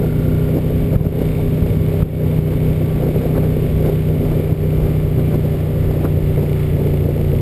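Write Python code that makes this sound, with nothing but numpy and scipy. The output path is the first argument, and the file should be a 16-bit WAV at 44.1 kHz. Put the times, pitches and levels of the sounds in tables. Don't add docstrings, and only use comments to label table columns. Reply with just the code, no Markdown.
import sys
import numpy as np
from scipy import signal
from scipy.fft import rfft, irfft, next_fast_len
from scipy.io import wavfile
from scipy.ndimage import minimum_filter1d, map_coordinates

SR = 44100
rng = np.random.default_rng(int(sys.argv[2]) if len(sys.argv) > 2 else 0)


def bounce(signal):
    frames = np.transpose(np.atleast_2d(signal))
    limited = np.clip(frames, -1, 1)
    pcm = np.round(limited * 32767).astype(np.int16)
    wavfile.write(sys.argv[1], SR, pcm)


N = 326781
T = np.arange(N) / SR

# freq_hz, relative_db_per_hz
TEAR_SPECTRUM = [(150, -12), (450, 0), (800, -2), (1500, -9), (2500, -22), (5000, -37)]


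def amp(db):
    return 10 ** (np.asarray(db) / 20)


def unit(x):
    return x / np.sqrt(np.mean(x ** 2) + 1e-20)


def curves(rows):
    time_s, *columns = np.transpose(rows)
    return [np.interp(T, time_s, column) for column in columns]


def wobble(rate_hz):
    knots = rng.standard_normal(int(N * rate_hz / SR) + 4)
    return map_coordinates(knots, [T * rate_hz])


def swell(center_s, peak_db, length_s):
    return amp(peak_db) * np.exp(-((T - center_s) / length_s) ** 2)


def filtered(x, response):
    size = next_fast_len(N + SR // 2)
    freq_hz = np.fft.rfftfreq(size, 1 / SR)
    return irfft(rfft(x, size) * response(freq_hz), size)[:N]


def coloured(x, points):
    point_hz, point_db = np.transpose(points)
    return filtered(x, lambda hz: amp(np.interp(np.log(hz + 1), np.log(point_hz), point_db)))


def noise(points):
    return unit(coloured(rng.standard_normal(N), points))


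def rung(x, modes):
    def response(f):
        total = 0
        for k, (center, width, db) in enumerate(modes):
            damping = 1j * f * width
            total = total + (-1) ** k * amp(db) * damping / (center * center - f * f + damping)
        return total
    return unit(filtered(x, response))


def knocks(cycle, angles, sizes, scatter_db, jitter_s):
    turns = np.arange(int(cycle[-1]) + 1)[:, None] + np.asarray(angles)
    time_s = np.interp(turns, cycle, T, right=-1) + jitter_s * rng.standard_normal(turns.shape)
    at = time_s * SR
    size = sizes * amp(scatter_db * rng.standard_normal(turns.shape))
    inside = (at > 0) & (at < N - 2)
    whole, part = np.divmod(at[inside], 1)
    whole = whole.astype(int)
    early = np.bincount(whole, size[inside] * (1 - part), N)
    late = np.bincount(whole + 1, size[inside] * part, N)
    return early + late


def wind():
    # center_s, eddy_peak_db, length_s, tear_peak_db
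    gusts = [(.035, -20.5, 0.051, -50), (0.577, -18, 0.026, -37.5), (0.95, -23, 0.066, -40),
             (1.035, -23, 0.068, -48), (1.213, -21, .03, -39), (1.406, -22.5, .04, -47),
             (2.01, -25.5, 0.086, -42), (2.535, -27.5, .03, -36), (3.05, -22.5, 0.074, -40),
             (3.21, -21.5, 0.096, -44), (3.369, -18.5, 0.037, -30), (3.44, -22.5, 0.033, -37),
             (3.635, -24, .04, -46), (3.868, -18.5, 0.064, -38.5), (4.11, -24, 0.038, -45),
             (4.299, -22.5, 0.095, -44), (4.847, -25.5, 0.15, -43), (5.197, -25, 0.031, -40),
             (5.336, -21, .035, -38), (5.93, -22, 0.043, -46), (6.051, -21, 0.028, -29.5),
             (6.445, -22, .07, -51), (6.83, -24, 0.098, -46), (7.057, -24, 0.04, -49)]
    # center_s, peak_db, length_s
    surges = [(0.302, -24, 0.088), (1.72, -21.5, .14), (3.03, -24, .08), (3.73, -24, 0.092),
              (4.85, -21.5, .09), (5.83, -21.5, .08), (7.35, -21.5, 0.12)]
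    # freq_hz, relative_db_per_hz
    rumble_spectrum = [(10, -27), (25, -0.5), (42, 0.5), (70, -1), (120, -0.5), (190, -7), (260, -12),
                       (400, -32), (800, -57)]
    # freq_hz, relative_db_per_hz
    eddy_spectrum = [(80, -34), (180, -1), (280, 0), (420, 1), (520, -2), (620, -8), (750, -15), (950, -26),
                     (1400, -36), (3000, -45)]
    # freq_hz, relative_db_per_hz
    hiss_spectrum = [(200, -21), (800, 7.5), (1300, -2), (2300, 2), (3200, -2.5), (4200, -11),
                     (6000, -18.5)]
    rumble_db, eddy_db, hiss_db = -23, -27.5, -44.5
    tear_share = .55

    rumble_power = amp(rumble_db + 0.85 * wobble(5)) ** 2
    rumble_power += sum(swell(*surge) ** 2 for surge in surges)
    rumble = np.sqrt(rumble_power) * noise(rumble_spectrum)

    eddy_power = amp(eddy_db + 1.1 * wobble(11)) ** 2
    eddy_power += sum(swell(s, db, length_s) ** 2 for s, db, length_s, _ in gusts)
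    lumps = amp(2.8 * wobble(170) + 1.05 * wobble(35))
    eddies = np.sqrt(eddy_power) * unit(coloured(rng.standard_normal(N) * lumps, eddy_spectrum))

    crests = sum(swell(s, db, tear_share * length_s) for s, _, length_s, db in gusts)
    tear = crests * unit(noise(TEAR_SPECTRUM) * amp(2.4 * wobble(250)))
    hiss = amp(hiss_db + 1.04 * wobble(10)) * noise(hiss_spectrum)
    return rumble + eddies + tear + hiss


def buffets():
    # center_s, peak_db
    blows = [(.963, 2.5), (1.012, -3), (1.07, -1.5), (1.627, -2.5), (1.772, -6), (2.03, 3.5), (2.39, -4.5),
             (4.528, -4.5), (7.06, -8)]
    half_swing_s = .0015
    rip_db, rip_length_s, rip_lead_s = -29, 0.0047, 0.0028
    out, rip = np.zeros(N), noise(TEAR_SPECTRUM)
    for center_s, peak_db in blows:
        u = (T - center_s) / half_swing_s
        out += amp(peak_db) * u * np.exp((1 - u * u) / 2)
        out += rip * swell(center_s - rip_lead_s, peak_db + rip_db, rip_length_s)
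    return out


def gears(cycle, cycles_hz):
    # cycle_order, median_db_at_resonance, resonance_hz, width_hz
    meshes = [(37, -52.5, 1163, 31), (39, -53, 1182, 24), (72, -57, 2255, 30), (73, -53.5, 2270, 45),
              (77, -52.5, 2352, 22), (116, -61.5, 3640, 50)]
    out = np.zeros(N)
    for order, db, resonance_hz, width_hz in meshes:
        order = round(order)
        nearness = 1 / np.hypot(1, 2 * (order * cycles_hz - resonance_hz) / width_hz)
        out += nearness * amp(db + 2.8 * wobble(7)) * np.sin(2 * np.pi * order * cycle)
    return out


def machinery(cycle, count=40):
    # freq_hz, gain_db
    case_colour = [(300, -30), (700, 8), (1150, -4), (1350, -0.5), (1700, 1), (2250, 2), (2550, -10.5),
                   (2950, -6.5), (3600, -6.5), (4000, -12), (4600, -12.5), (6000, -22)]
    # freq_hz, width_hz, gain_db
    case_modes = [(1148, 60, 10), (1540, 78, -16), (1720, 64, -9.5), (2297, 87, 5.5), (2880, 150, -7.5),
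                  (3660, 80, -8)]
    # freq_hz, width_hz, gain_db
    head_modes = [(2265, 380, 2.5), (2930, 520, -1.5), (3530, 420, -3.5)]
    # freq_hz, width_hz, gain_db
    panel_modes = [(1378, 39, -2), (1500, 160, -5)]
    # time_s, level_db
    valve_level = [(0, -56), (.5, -55.5), (1.4, -49), (2.2, -51), (3.2, -50.5), (4.8, -52), (5.7, -61.5),
                   (6.6, -50.5), (7.41, -50.5)]
    clatter_db, buzz_db = -45.5, -46
    buzz_end_s, buzz_fade_s = .68, .27

    angles = (np.arange(count) + rng.random(count)) / count
    contacts = knocks(cycle, angles, rng.choice([-1, 1], count), scatter_db=2.5, jitter_s=.00001)
    clatter = unit(coloured(contacts, case_colour)) + amp(-7) * rung(contacts, case_modes)

    valve_angles, valve_sizes = [.26, .35, .39, .46, .96], [0.5, 0.78, 0.95, 0.72, 0.43]
    ticks = knocks(cycle, valve_angles, valve_sizes, scatter_db=3.0, jitter_s=.00004)
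    valves = rung(ticks, head_modes)
    valve_db, = curves(valve_level)

    buzz = rung(knocks(cycle, [.92], 1, scatter_db=0.3, jitter_s=.00003), panel_modes)
    settling = np.clip((buzz_end_s - T) / buzz_fade_s, 0, 1)

    sway = amp(1.16 * wobble(8))
    engine = sway * (amp(clatter_db) * clatter + amp(valve_db) * valves)
    return engine + amp(buzz_db) * settling * buzz


def exhaust(cycle):
    steady_orders = [(1, -20), (2, -9), (5, 0), (6, -14.5), (7, -34), (9, -21.5), (10, -21), (11, -18),
                     (12, -27.5), (14, -25), (15, -21.5), (16, -24), (17, -23.5), (19, -22.5), (21, -31.5)]
    throttled_orders = [(3, -2, -8), (4, -8, -4), (8, -14.5, -6.5), (13, -11, -10)]
    # time_s, throttle_0_to_1
    throttle_curve = [(0, 1), (.8, 0.82), (2.2, 0.43), (3.5, 0.6), (4.4, .25), (5.2, 0.26), (6.2, 0),
                      (7.41, 0.15)]
    drone_db = -19.5
    second_firing = 270 / 720

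    throttle, = curves(throttle_curve)
    orders = [*steady_orders]
    for order, shut_db, open_db in throttled_orders:
        orders.append((order, shut_db + throttle * (open_db - shut_db)))
    out = np.zeros(N)
    for order, db in orders:
        order = round(order)
        pair = 1 + 0.66 * np.exp(-2j * np.pi * order * second_firing)
        pipe_lag = .74 * order ** 2
        phase = 2 * np.pi * order * cycle + np.angle(pair) - pipe_lag
        out += amp(db + 0.48 * wobble(7)) * np.sqrt(2) * np.cos(phase)
    return out * amp(drone_db + 0.86 * wobble(30))


def limiter(x, ceiling_db, hold_s, release_db_per_s, attack_s):
    needed_db = np.minimum(ceiling_db - 20 * np.log10(np.abs(x) + 1e-9), 0)
    half = int(hold_s * SR / 2)
    held_db = minimum_filter1d(needed_db, 2 * half + 1, origin=half)
    climb_db = release_db_per_s * T
    gain_db = np.minimum.accumulate(held_db - climb_db) + climb_db
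    pole = np.exp(-1 / (attack_s * SR))
    return x * amp(signal.lfilter([1 - pole], [1, -pole], gain_db))


def scene():
    # time_s, four_stroke_cycles_hz
    speed_curve = [(0, 31.15), (.15, 31.18), (.4, 31.36), (.9, 31.49), (1.65, 31.2), (2.4, 31.02),
                   (3.4, 31.06), (3.9, 30.94), (4.65, 30.59), (5.4, 30.34), (5.9, 30.05), (6.4, 29.57),
                   (6.9, 29.25), (7.41, 28.88)]
    cycles_hz, = curves(speed_curve)
    cycle = np.cumsum(cycles_hz * (1 + 0.00048 * wobble(9))) / SR
    air = wind() + buffets()
    engine = gears(cycle, cycles_hz) + machinery(cycle) + exhaust(cycle)
    return (air + engine)[None]


def record(dry):
    # freq_hz, gain_db
    input_filter = [(5000, 0), (5400, -2.5), (5700, -8), (5950, -13), (6100, -34), (6400, -100)]
    # freq_hz, gain_db (before the image roll-off)
    mirror_gain = [(30, -43.5), (154, -38), (700, -23), (1500, -16.5), (3000, -9.5), (5500, -1.5)]
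    camera_hz, top_hz = 12000, 15350

    held = limiter(dry[0], ceiling_db=-4.3, hold_s=.02, release_db_per_s=52, attack_s=.0006)
    held = held / (1 + np.abs(held / .8) ** 12) ** (1 / 12)
    held = signal.sosfilt(signal.butter(2, 18, "highpass", fs=SR, output="sos"), held)
    sound = coloured(held, input_filter)
    images = coloured(sound, mirror_gain) * 2 * np.cos(2 * np.pi * camera_hz * T)
    images = coloured(images, [(12000, 0), (15000, -3.5)])
    return filtered(sound + images, lambda hz: hz < top_hz)[None]


dry = scene()
out = record(dry)
bounce(out)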